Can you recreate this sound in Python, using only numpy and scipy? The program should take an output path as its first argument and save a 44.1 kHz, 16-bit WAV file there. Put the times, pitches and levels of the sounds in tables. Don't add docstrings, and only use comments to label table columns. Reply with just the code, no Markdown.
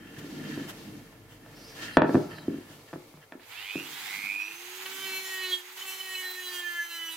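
import sys
import numpy as np
from scipy import signal
from scipy.fft import rfft, irfft, next_fast_len
from scipy.io import wavfile
from scipy.ndimage import uniform_filter1d, map_coordinates

SR = 44100
rng = np.random.default_rng(int(sys.argv[2]) if len(sys.argv) > 2 else 0)


def master(y):
    cut = np.clip(np.atleast_2d(y).T, -1, 1)
    pcm = np.round(cut * 32767)
    wavfile.write(sys.argv[1], SR, pcm.astype(np.int16))


def convert_level_to_amplitude(level_db):
    exponent = np.asarray(level_db, float) / 20
    return 10 ** exponent


N = 315756
T = np.arange(N) / SR

# frequency in Hz, width in Hz, level in dB.
COUNTER_MODES = [(231.5, 22, 2.5), (277, 30, 10.5), (318, 46, 12), (353.3, 12.6, 11), (399.3, 9.3, 9),
                 (483, 28, 1.5)]
CABINET_MODES = [(108, 14, 3.5), (147, 10.7, 16.5)]
PANEL_MODES = [(613, 9.7, 5.5), (670, 20, -3), (857, 32, -4), (934, 9.3, 0), (1090, 150, -10),
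               (1295, 100, -1.5)]
BLOCK_MODES = [(1355, 51, 13), (1745, 150, 14), (2350, 400, 3), (3250, 220, -1), (4200, 500, -21.5)]
PUSH_MODES = [(499, 93, 0)]
# frequency in Hz, width in Hz, level in dB.
SLIDE_MODES = [(105, 40, -16), (146.8, 9.4, 5.5), (204, 67, 0), (304.6, 40, 5), (358.6, 4.4, 2),
               (430, 19, -8), (610, 12, -15)]
GRAIN_MODES = [(990, 730, -11.5), (1370, 92, 1.5), (1752, 127, 5), (2758, 95, -1.5), (3120, 53, 0.5),
               (4030, 91, -38)]
APPLIANCE_MODES = [(448, 35, 0)]
# frequency in Hz, width in Hz, level in dB.
HOUSING_MODES = [(1770, 300, -20.5), (2110, 240, -8), (2482, 95, 6.5), (2810, 270, -9), (3230, 180, -6.5)]
BRUSH_CAP_MODES = [(2900, 1100, 11)]
HELD_BLOCK_MODES = [(1366, 63, 12.5), (1723, 166, 19), (1869, 98, 9.5), (2230, 110, 0.5), (2630, 170, 7),
                    (2995, 410, 9), (3222, 84, 11.5), (4030, 320, 10.5)]

# frequency in Hz, density in dB per Hz.
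SLEEVE_COLOUR = [(1470, -49), (2500, -0.5), (4320, -0.5), (4730, -1), (5410, -4), (6050, -3.5), (9000, -13),
                 (11700, -50.5), (19800, -120)]
HISS_COLOUR = [(240, -32), (400, -17.5), (453, -17), (1230, -23.5), (1380, -24), (1650, -35), (2180, -21.5),
               (2590, -31), (5960, -34), (9500, -35), (11800, -31), (16000, -37.5)]
LOW_COLOUR = [(12, -45), (20, -53), (38, -8), (70, -29), (102, 3.5), (130, -5), (170, -16), (290, -120)]
GRAZE_COLOUR = [(290, -48), (500, 1.5), (1210, -0.5), (1930, 4), (2230, -7), (3020, 3.5), (3700, -5.5),
                (16000, -12.5)]
# frequency in Hz, density in dB per Hz.
AIR_COLOUR = [(170, -43), (270, -11), (400, -9), (509, -41), (778, -1.5), (1120, -3.5), (2160, 1),
              (4000, -4.5), (5200, -8.5), (8800, -120)]
MIDDLE_COLOUR = [(2500, -10), (3300, 3), (4500, -4.5), (6500, -2), (8000, -10)]
GRIT_COLOUR = [(4500, -14.5), (6000, -4), (7800, -2.5), (8500, -6), (11000, -4.5), (13000, -2),
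               (15200, -2.5), (15800, -12.5)]

# frequency in Hz, likeness from 0 to 1.
LIKENESS = [(60, 0.89), (180, 1), (550, 0.8), (1650, 0.31), (4970, 0.014), (15000, 0.021)]
# frequency in Hz, left over right in dB.
TOOL_LEAN = [(60, -3), (150, 2.5), (380, -3.5), (950, 0.5), (2380, -5.5), (5980, -2.5), (15000, -7)]
KNOCK_BALANCE = [(120, 0), (300, -1), (600, 2.5), (1200, 0), (3000, -2)]
# frequency in Hz, 60 dB decay time in seconds.
ROOM_DECAY = [(150, 0.14), (600, 0.34), (2000, 0.23), (8000, 0.048)]

# time in seconds, block sliding in dB, hand and sleeve rubbing in dB.
EFFORT = [(0, -54, -75), (.2, -51.5, -63.5), (.39, -59, -59.5), (.56, -47.5, -58), (.83, -58, -60.5),
          (.97, -58.5, -67), (1.3, -64, -78), (1.58, -57.5, -66.5), (1.73, -60, -61.5), (1.83, -50, -49.5),
          (1.95, -57, -66), (2.14, -88, -57.5), (2.4, -58.5, -69), (2.55, -54, -67), (2.92, -70.5, -68.5),
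          (3.1, -69, -70), (3.28, -76, -76.5), (3.5, -99, -76), (3.8, -102, -104)]
# time in seconds, level in dB, half length in seconds.
SHIFTS = [
    (0.47, -41, 0.16),
    (0.91, -45, 0.094),
    (2.16, -38, 0.11),
    (4.2, -57, 0.16),
    (5.026, -62, 0.17),
    (4.517, -66, 0.042),
]
# time in seconds, level in dB, half length in seconds.
GRAIN_DRAGS = [
    (0.47, -53.5, 0.13),
    (1.872, -44, 0.087),
    (2.329, -48, 0.033),
    (2.386, -44, 0.0043),
    (2.888, -55.5, .008),
    (2.91, -62, 0.011),
    (3.23, -56.5, 0.017),
]
# time in seconds, level in dB, half length in seconds.
GRAZES = [
    (0.192, -45, 0.01),
    (0.698, -40, 0.018),
    (1.327, -55, 0.045),
    (1.83, -64, 0.04),
    (2.726, -53.5, 0.049),
]
# time in seconds, level in dB, half length in seconds.
DRUM_TOUCHES = [
    (4.862, -40, .006),
    (5.777, -46, .003),
]
# time in seconds, pitch in Hz, level in dB.
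SKIN_SQUEAK = [(1.53, 4400, -64), (1.57, 4630, -46.5), (1.69, 5150, -44), (1.85, 4670, -56),
               (1.95, 4140, -39), (2.03, 4250, -57), (2.09, 4610, -48), (2.25, 5350, -53),
               (2.38, 4350, -45), (2.44, 4030, -50)]

# time in seconds, peak in dB, hardness in dB, 60 dB decay in seconds, counter tilt in dB per octave.
BUMPS = [
    (.179, -38, -23, 0.45, -9.5),
    (.244, -33, -23, .2, 5),
    (.47, -38, -14, 0.14, 6),
    (.574, -25.5, -18, 0.57, 2),
    (.646, -33, -31, 0.25, 5),
]
DROPS = [(1.969, -6.5, 1, 0.2, 6), (2.018, -10, -3.5, 0.91, 3), (2.043, -17, -10, 0.26, 16),
         (2.092, -15.5, -11.5, 0.27, 14), (2.1435, -9.5, -16.5, 0.18, 0.5), (2.152, -8.5, -13.5, .068, 2),
         (2.167, -12, -28, 0.26, 20), (2.48, -17.5, -30, 0.26, 2.5), (2.515, -27, -38, 0.16, 6),
         (2.541, -26, -29, 0.12, 7), (2.583, -33.5, -47, .1, 3), (2.929, -33, -4, 0.15, -2),
         (2.935, -34, -1, 0.096, 2), (2.957, -32, -13, 0.25, 5), (3.754, -23.5, -20, 0.62, 2.5)]
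TAPS = [
    (1.125, -55.5, 9, .15, -4),
    (1.461, -52, 8, .1, 5),
    (2.33, -52, -31, 0.17, -11),
    (2.43, -50.5, -30, 0.19, -6),
    (2.7, -47, -25, .15, 2),
    (3.138, -46, -9, 0.14, 2),
    (3.172, -52, 2, 0.22, -1),
    (4.291, -63.5, -9.5, .15, 1),
]
SWITCH = [
    (3.321, -39.5, 8.5, 0.29, 8.9),
    (3.329, -67, 0, 0.089, 3),
    (3.351, -36, -21, 0.29, 8),
    (3.395, -52, 8, 0.13, 3),
]
# knocks, cabinet boom in dB, panel over hardness in dB.
KNOCK_KINDS = [(BUMPS, -11.5, 2), (DROPS, -12.5, 1.2), (TAPS, -1.4, 2.3), (SWITCH, -38, -3.5)]

# time in seconds, shaft speed in Hz.
RUN_UP = [(3.4, 62), (3.5, 95), (3.6, 115), (3.68, 140), (3.8, 174), (4, 217), (4.2, 261), (4.36, 305),
          (4.52, 338), (4.7, 364)]
# time in seconds, shaft speed in Hz, drum pressure in dB, shaft tone in dB.
LOAD = [(4.84, 377, -43.5, -50.5), (5.019, 384.9, -47, -51.5), (5.1, 380, -47.5, -46),
        (5.271, 378.6, -52, -51.5), (5.37, 376.2, -46, -50), (5.52, 365.4, -48.5, -41.5),
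        (5.611, 358.7, -57.5, -55), (5.711, 369.6, -47, -59), (5.83, 381.4, -52.5, -57),
        (6.079, 376.8, -52, -56), (6.249, 367.4, -52, -51), (6.421, 365, -54.5, -51.5),
        (6.559, 357.6, -50.5, -48.5), (6.661, 350.5, -51, -53.5), (6.82, 342.5, -56, -61.5),
        (6.888, 340.6, -59, -60.5), (7.052, 330.7, -55.5, -55.5), (7.16, 325.6, -59, -56)]
# time in seconds, level in dB.
AIRFLOW = [(3.5, -52), (3.57, -52), (4.12, -40.5), (4.39, -50.5), (4.75, -45), (5.0, -38.5), (5.02, -38.5),
           (5.51, -41), (5.63, -51), (5.76, -49), (5.77, -43.5), (5.93, -39.5), (5.95, -42.5), (6.38, -42),
           (6.39, -44.5), (6.56, -39.5), (6.64, -47), (7.14, -46), (7.16, -49)]
# multiple of shaft speed, level in dB.
WHINE_ORDERS = [(16, -8), (20, -13), (22, -16), (24, -11), (28, -16), (32, -12), (36, -18), ]
SLOT_ORDERS = [(8, 0.5), (9, -26), (16, -7)]
SEAM_ORDERS = [(2, -12.5), (3, -8), (4, -10), (5, -9.5), (6, -5), (7, -9), (8, -6), (9, -5.5), (10, -11),
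               (11, -9.5), (12, -16), (13, -10.5)]
# time in seconds, level in dB, half hold in seconds, rise in dB per second, fall in dB per second.
BUZZ_PASSES = [
    (3.734, -37, 0.011, 93, 57),
    (4.313, -36.5, 0.11, 27, 120),
]
# start in seconds, end in seconds.
CONTACTS = [
    (4.86, 5.61),
    (5.775, 7.2),
]
BITE_S = [0.18, 0.051]
FIRST_GRAB = [1.0, .6]
# time in seconds, order, swell in dB, half length in seconds.
CATCHES = [(4.967, 5, -5, 0.088), (4.97, 11, -18, 0.092), (4.99, 7, -11, 0.055), (5.04, 8, 3.5, 0.035),
           (5.175, 7, 10.5, 0.084), (5.144, 11, 8.5, 0.12), (5.324, 5, 11, 0.091), (5.418, 8, 2, 0.034),
           (5.44, 7, 8, 0.022), (5.467, 11, 10.5, 0.051), (5.563, 11, 2, 0.032), (5.538, 9, 21, 0.027),
           (5.825, 8, 14, 0.01), (5.894, 7, 10.5, 0.022), (6.012, 8, 15, 0.0097), (6.089, 5, 6.5, 0.059),
           (6.168, 8, 8, 0.055), (6.153, 7, 14, 0.0096), (6.157, 11, 13, 0.0089), (6.196, 6, 7, .04),
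           (6.26, 5, 10, 0.037), (6.283, 7, -10, 0.047), (6.295, 11, 7, 0.077), (6.389, 5, 13, 0.027),
           (6.4, 7, 7, .03), (6.443, 8, 8, 0.022), (6.469, 9, 8.5, 0.027), (6.47, 11, 11.5, 0.03),
           (6.5, 5, 6.5, 0.027), (6.535, 13, 11, 0.086), (6.586, 9, 8, 0.029), (6.645, 5, 9, 0.073),
           (6.649, 7, 12, 0.031), (6.683, 9, 8, 0.027), (6.724, 11, -10, 0.082), (6.789, 6, 14.5, 0.1),
           (6.79, 9, 7.5, 0.036), (6.795, 5, 13.5, 0.043), (6.917, 8, 12, .025), (6.929, 12, 17, 0.064),
           (6.982, 8, -8, 0.021), (7.001, 7, 0, .08), (7.02, 6, 11.5, 0.071), (7.046, 9, 12, 0.12),
           (7.129, 12, 19, 0.024), (7.131, 11, 12, 0.029)]
# time in seconds, order, swell
# in dB, half length in seconds.
GRIPS = [(4.995, 4, 3, 0.05), (5.0, 10, 1, .05), (5.1, 13, 6.5, .06), (4.89, 8, -7, .025),
         (5.153, 6, 11, 0.1), (5.165, 3, -2, 0.09), (5.22, 8, -4, 0.026), (5.4, 2, -6, 0.074),
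         (5.4, 9, 3, 0.035), (5.502, 12, 15, 0.1), (5.524, 13, 9, .04), (5.528, 10, 14, 0.078),
         (5.56, 6, -2, 0.059), (5.996, 4, -11, .1), (6.02, 9, -7, .1), (6.299, 3, -2.5, .1),
         (6.306, 8, -6, 0.079), (6.42, 6, -7, 0.15), (6.443, 5, -8, 0.013), (6.55, 3, 4.5, 0.12),
         (6.675, 6, -1, .04), (6.73, 5, 1.5, 0.054), (6.74, 9, 3, 0.04), (6.946, 9, 2.5, 0.048),
         (7.05, 4, 8, .06), (7.11, 10, 11, .04), (7.138, 5, -7, 0.038)]
# time in seconds, level in dB, half length in seconds.
SKIPS = [
    (6.329, -2.5, 0.012),
    (6.435, 0, 0.011),
    (6.634, 0.5, 0.0097),
    (6.874, -1, 0.016),
]
# time in seconds, left over right in dB, half length in seconds.
SWINGS = [
    (4.3, -1, 0.22),
    (6, 1.5, 1.2),
]

START_S, TOP_SPEED_HZ = 3.4, 380
HALF_WAVES_HZ = 99.7
LANDING_S, CUT_S = DROPS[0][0], LOAD[0][0]
SIDES = np.array([[.5], [-.5]])


def unit(x):
    return x / np.sqrt(np.mean(x ** 2) + 1e-20)


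def along(points, hz):
    f, v = np.transpose(points)
    return np.interp(np.log(hz + 1), np.log(f + 1), v)


def curves(rows, before=None, after=None):
    s, *cols = np.transpose(rows)
    return [np.interp(T, s, c, before, after) for c in cols]


def wobble(rate):
    knots = rng.standard_normal(int(N * rate / SR) + 4)
    return map_coordinates(knots, [np.arange(N) * rate / SR], order=1)


def bump(s, half):
    return np.exp(-((T - s) / half) ** 2)


def swells(events):
    return sum(db * bump(s, half) for s, db, half in events)


def puffs(events):
    return sum(convert_level_to_amplitude(db) * bump(s, half) for s, db, half in events)


def filtered(x, response):
    m = next_fast_len(x.shape[-1] + 8192)
    return irfft(rfft(x, m) * response(np.fft.rfftfreq(m, 1 / SR)), m)[..., :x.shape[-1]]


def band(lo_hz, hi_hz):
    return lambda f: (1j * f / (lo_hz + 1j * f)) ** 3 / (1 + 1j * f / hi_hz) ** 3


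def body(modes, sign=-1):
    def mode(f, hz, width, db):
        return convert_level_to_amplitude(db) * 1j * f * width / (hz * hz - f * f + 1j * f * width + 1e-9)
    return lambda f: sum(sign ** k * mode(f, *row) for k, row in enumerate(modes))


def shaped(spectrum):
    return lambda hz: convert_level_to_amplitude(along(spectrum, hz))


def rush(colour, grain_db=0, rate=100):
    def spread(hz):
        angle = np.arccos(np.clip(along(LIKENESS, hz), -1, 1)) / 2
        return colour(hz) * [np.cos(angle), np.sin(angle)]
    pair = rng.standard_normal((2, N)) * convert_level_to_amplitude(grain_db * wobble(rate))
    mid, side = filtered(pair, spread)
    return unit(np.array([mid + side, mid - side]))


def room(x):
    hz, t, z = signal.stft(rng.standard_normal((2, SR // 2)), SR, nperseg=256)
    mono = 1 / (1 + (hz[:, None] / 320) ** 4)
    z = np.array([z[0], mono ** .5 * z[0] + (1 - mono) ** .5 * z[1]])
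    decay = convert_level_to_amplitude(-60 * t / along(ROOM_DECAY, hz)[:, None])
    tail = signal.istft(z * decay, SR, nperseg=256)[1]
    late = np.pad(x, (200, 0))[None]
    return signal.fftconvolve(late, tail / np.linalg.norm(tail[0]), axes=1)[:, :N]


def sliding_block(block_db, duck):
    shake = (T > START_S) * convert_level_to_amplitude(-77 - 20 * (T - START_S))
    weight = convert_level_to_amplitude(block_db + 4.5 + 2.2 * wobble(10.6)) + shake + puffs(SHIFTS)
    low = lambda f: body(SLIDE_MODES)(f) * band(60, 890)(f)
    high = lambda f: body(GRAIN_MODES)(f) * band(720, 15000)(f)
    rumble = weight * rush(low, grain_db=-1.0, rate=34)
    drag = convert_level_to_amplitude(block_db - 1.0) + puffs(GRAIN_DRAGS)
    return rumble + duck * drag * rush(high, grain_db=2.5, rate=180)


def sleeve(hand_db):
    return convert_level_to_amplitude(hand_db + 6.0) * rush(shaped(SLEEVE_COLOUR), grain_db=1.6, rate=42)


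def room_hiss(hand_db):
    return convert_level_to_amplitude(-59 + 0.51 * (hand_db - EFFORT[0][2])) * rush(shaped(HISS_COLOUR))


def floor_hum():
    tone = np.sin(2 * np.pi * 48 * T + .3 * wobble(3.1))
    level_db = -58 - 9.5 * np.maximum(T - 2.1, 0)
    return convert_level_to_amplitude(level_db) * (rush(shaped(LOW_COLOUR)) + convert_level_to_amplitude(-5.5) * tone)


def appliance():
    return convert_level_to_amplitude(-60 - 2.5 * T) * rush(lambda f: body(APPLIANCE_MODES)(f) ** 2)


def handling():
    block_db, hand_db = curves(EFFORT)
    since = T - LANDING_S
    duck = convert_level_to_amplitude(-35 * (since > 0) * np.exp(-(since / 0.072) ** 2))
    background = sleeve(hand_db) + room_hiss(hand_db) + appliance() + squeak()
    return sliding_block(block_db, duck) + floor_hum() + grazes() + duck * background


def knock(t, hard_db, t60, tilt_db, boom_db, panel_db):
    spot = [(hz, w, level + tilt_db * np.log2(hz / 320)) for hz, w, level in COUNTER_MODES]
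    # resonances, level in dB, share of the decay, softening Hz, rattle
    parts = [(spot, 0, 1, 800, .007),
             (CABINET_MODES, boom_db - tilt_db, 1.2, 300, .009),
             (PANEL_MODES, panel_db + hard_db, 1.3, 1700, .009),
             (BLOCK_MODES, hard_db, .4, 4200, .009),
             (PUSH_MODES, 1.5 + min(hard_db, 0) / 2, .1, 2000, .008)]
    contact_hz = 3500 * 2 ** (min(hard_db, 0) / 9.5)
    out = 0
    for modes, part_db, lasting, soft_hz, rattle in parts:
        decay = convert_level_to_amplitude(-60 * t / max(lasting * t60, .01))
        blow = rattle * decay * rng.standard_normal(len(t)) - (t == 0)

        def path(f):
            direct = 0.24 / (1 + 1j * f / soft_hz) ** 2
            blunt = 1 / (1 + 1j * f / contact_hz) ** 2
            return (body(modes, sign=1)(f) + direct) * blunt * band(modes[0][0] / 2, soft_hz)(f)
        ring = filtered(blow, path)
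        out = out + convert_level_to_amplitude(part_db + 2.0) * ring / np.abs(ring).max()
    return out


def landing(t):
    snap = convert_level_to_amplitude(-26 - 60 * t / 0.0098) * rng.standard_normal(len(t))
    thump = convert_level_to_amplitude(-26) * np.sin(np.pi * t / 0.0088) * np.exp(-t / 0.0088)
    return filtered(snap, band(2600, 11600)) - thump


def knocks():
    out, t = np.zeros(N + SR), np.arange(SR // 2) / SR

    def place(s, sound):
        out[round((s + .0015) * SR):][:len(t)] += sound
    for rows, boom_db, panel_db in KNOCK_KINDS:
        for s, db, hard_db, t60, tilt_db in rows:
            place(s, convert_level_to_amplitude(db) * knock(t, hard_db, t60, tilt_db, boom_db, panel_db))
    place(LANDING_S, landing(t))
    return out[:N]


def grazes():
    return puffs(GRAZES + DRUM_TOUCHES) * rush(shaped(GRAZE_COLOUR))


def squeak():
    hz, db = curves(SKIN_SQUEAK, -99, -99)
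    tones = 0
    for k in (.92, .96, 1, 1.05, 1.12, 1.2, 2.1, 2.3, 2.7):
        swell = 1 + .7 * wobble(60)
        ragged_hz = k * hz * (1 + .03 * wobble(900) + .01 * wobble(25))
        tones = tones + swell * np.sin(2 * np.pi * np.cumsum(ragged_hz) / SR) / k
    return convert_level_to_amplitude(db - 17) * tones


def shaft():
    hz = curves(RUN_UP + [row[:2] for row in LOAD])[0]
    unsteady = 0.001114 + 0.00617 * (1 - hz / TOP_SPEED_HZ).clip(0) * (T < CUT_S)
    return hz, 2 * np.pi * np.cumsum(hz * (1 + unsteady * wobble(60))) / SR


def line(turn, order, db):
    return 2 ** .5 * convert_level_to_amplitude(db) * np.sin(order * turn + rng.uniform(0, 2 * np.pi))


def unbalance(shaft_hz, turn, tone_db):
    rise_db = (20 + 9 * wobble(14)) * (CUT_S - T).clip(0)
    return np.clip(shaft_hz / 40 - 6.5, 0, 1) * line(turn, 1, tone_db - rise_db)


def whine(shaft_hz, turn, slice_, middle_db):
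    running_up = np.clip((300 - shaft_hz) / 60, .25, 1) * np.clip(shaft_hz / 30 - 2.6, 0, 1)
    faces = bump(3.63, .13)
    tones = 0
    for k, db in WHINE_ORDERS:
        cap = 1 + np.abs(body(BRUSH_CAP_MODES)(k * shaft_hz)) ** 2 * faces
        tones = tones + line(turn, k, middle_db + db + 3 * wobble(45)) * cap
    return running_up * (.5 + 1.3 * slice_) * tones


def slot_buzz(shaft_hz, turn, slice_):
    db = np.max([level - np.maximum(rise * (s - hold - T), fall * (T - s - hold)).clip(0)
                 for s, level, hold, rise, fall in BUZZ_PASSES], axis=0)
    db = np.where((T > START_S) & (T < CUT_S), np.maximum(db, -54.5), -99)
    slots = sum(line(turn, k, level + 2.2 * wobble(100)) for k, level in SLOT_ORDERS)
    housing = body(HOUSING_MODES)
    loudest = np.sqrt(sum(np.abs(housing(k * shaft_hz) * convert_level_to_amplitude(level)) ** 2 for k, level in SLOT_ORDERS))
    bursts = slice_ + 0.076 + 0.089 * ((shaft_hz - 270) / 40).clip(0, 1)
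    return filtered(convert_level_to_amplitude(db + 10.0) * bursts * slots / (loudest + 0.33), housing)


def fan(shaft_hz, turn):
    fan_db, away_db, away_s = -57, -10, 6.08
    speed_db = .4 * 20 * np.log10(shaft_hz / TOP_SPEED_HZ)
    shaded_db = -9 * bump(4.32, .08)
    first_db = fan_db + speed_db + away_db * bump(away_s, .3) + shaded_db + 4 * wobble(30)
    second_db = fan_db - 9 + away_db * (T > away_s) + 4 * wobble(20)
    first = np.clip(shaft_hz / 30 - 5.5, 0, 1) * line(turn, 18, first_db)
    return first + np.clip(shaft_hz / 30 - 11, 0, 1) * line(turn, 36, second_db)


def drum_contact():
    firm = 0
    for (a, b), bite, grab in zip(CONTACTS, BITE_S, FIRST_GRAB):
        settle = ((T - a) / bite).clip(.3, 1) ** 0.88
        firm = firm + (T > a) * (T < b) * settle + grab * bump(a + 0.0038, 0.0057)
    return uniform_filter1d(firm, size=300)


def caught_db(order):
    catches = sum(db * bump(s, half) for s, k, db, half in CATCHES if k == order)
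    grips = sum(db * np.minimum(1.1 * bump(s, half), 1) for s, k, db, half in GRIPS if k == order)
    return catches + grips


def drum_seam(shaft_hz, turn, pressure_db, middle_db, upper_db):
    def sings(f):
        peaks = [convert_level_to_amplitude(db) / (1 + (2 * (f - hz) / w) ** 2) for hz, w, db in HELD_BLOCK_MODES]
        return np.sqrt(1 + sum(p ** 2 for p in peaks))
    seam = 0
    for k, db in SEAM_ORDERS:
        level_db = pressure_db + db + caught_db(k) + .5 * wobble(14) + 1.5 * wobble(45)
        seam = seam + sings(k * shaft_hz) * line(turn, k, level_db)
    for k in range(14, 18):
        seam += line(turn, k, middle_db - 15 + 2.5 * wobble(25))
    for k in range(19, 48):
        hz = k * shaft_hz
        ringing_db = 6.5 * bump(6.6, 0.39) * (hz > .95 * 15000)
        level_db = upper_db - 15 + along(GRIT_COLOUR, hz) + 5.5 * wobble(32) + ringing_db
        seam += line(turn, k, level_db)
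    return seam


def vent_air(air_db, middle_db, touching):
    shade_db = -1.5 * ((T - 5.8) / 0.061).clip(0, 1)
    low_db = air_db + 8.0 - 3.16 * touching + shade_db
    low = convert_level_to_amplitude(low_db) * rush(shaped(AIR_COLOUR), grain_db=2.0, rate=40)
    middle = convert_level_to_amplitude(middle_db - 1.5 * touching) * rush(shaped(MIDDLE_COLOUR), grain_db=2.4, rate=45)
    return low + middle


def grit(upper_db, touching, chatter):
    level_db = upper_db + .5 + (1.5 * wobble(28) - 3) * touching
    spray = rush(shaped(GRIT_COLOUR), grain_db=1.1, rate=60)
    return (1 + touching * (chatter - 1)) * convert_level_to_amplitude(level_db) * spray


def mains_beat(turn, tone_db):
    pull = np.minimum(1.6 * bump(5.05, 0.185), 1)
    mains = 2 * np.pi * HALF_WAVES_HZ * T
    return convert_level_to_amplitude(tone_db - 11 + 3 * wobble(16)) * pull * (np.sin(turn - mains) + .5 * np.sin(2 * mains))


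def tool():
    shaft_hz, turn = shaft()
    pressure_db, tone_db = curves(LOAD)[1:]
    swing_db = curves([(START_S, -70)] + AIRFLOW)[0] + 43
    off_db = -40 * (T < START_S)
    air_db = -51.5 + 0.62 * swing_db + off_db
    middle_db = -49 + 0.96 * swing_db + off_db
    upper_db = -47 + 0.8 * swing_db + off_db
    slice_ = np.exp(5 * (np.cos(2 * np.pi * HALF_WAVES_HZ * (T - 4.2295)) - 1))
    touching = drum_contact()
    chatter = convert_level_to_amplitude(1.4 * wobble(35) + swells(SKIPS))
    buzz = slot_buzz(shaft_hz, turn, slice_)
    lines = whine(shaft_hz, turn, slice_, middle_db) + fan(shaft_hz, turn)
    seam = drum_seam(shaft_hz, turn, pressure_db, middle_db, upper_db)
    lines += (0.016 + touching) * (T > CUT_S) * chatter * seam
    throb = 1 + 0.093 * np.cos(turn) + 0.033 * slice_
    noise = throb * (vent_air(air_db, middle_db, touching) + grit(upper_db, touching, chatter))
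    walls = convert_level_to_amplitude(-11) * room(lines + .4 * buzz)
    hum = unbalance(shaft_hz, turn, tone_db) + mains_beat(turn, tone_db)
    return tool_position(hum + lines + buzz + walls + noise)


def tool_position(sound):
    def ports(hz):
        lag = 4e-5 * hz / (1 + (hz / 5000) ** 2)
        delay = np.exp(-1j * np.pi * lag * [[1], [-1]])
        return convert_level_to_amplitude(along(TOOL_LEAN, hz) * SIDES) * band(150, 60000)(hz) * delay
    return filtered(sound * convert_level_to_amplitude(swells(SWINGS) * SIDES), ports)


def scene():
    hands, blows, running = handling(), knocks(), tool()
    near = filtered(blows, lambda hz: convert_level_to_amplitude(along(KNOCK_BALANCE, hz) * SIDES))
    return running + hands + near + convert_level_to_amplitude(-10.5) * room(blows)


def roll_off(x):
    return signal.sosfilt(signal.butter(12, 16820, fs=SR, output="sos"), x)


def record(dry):
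    squashed = dry / (1 + np.abs(dry / .82) ** 6) ** (1 / 6)
    mix = filtered(squashed, lambda hz: hz < 15850)
    return roll_off(mix)


dry = scene()
out = record(dry)
master(out)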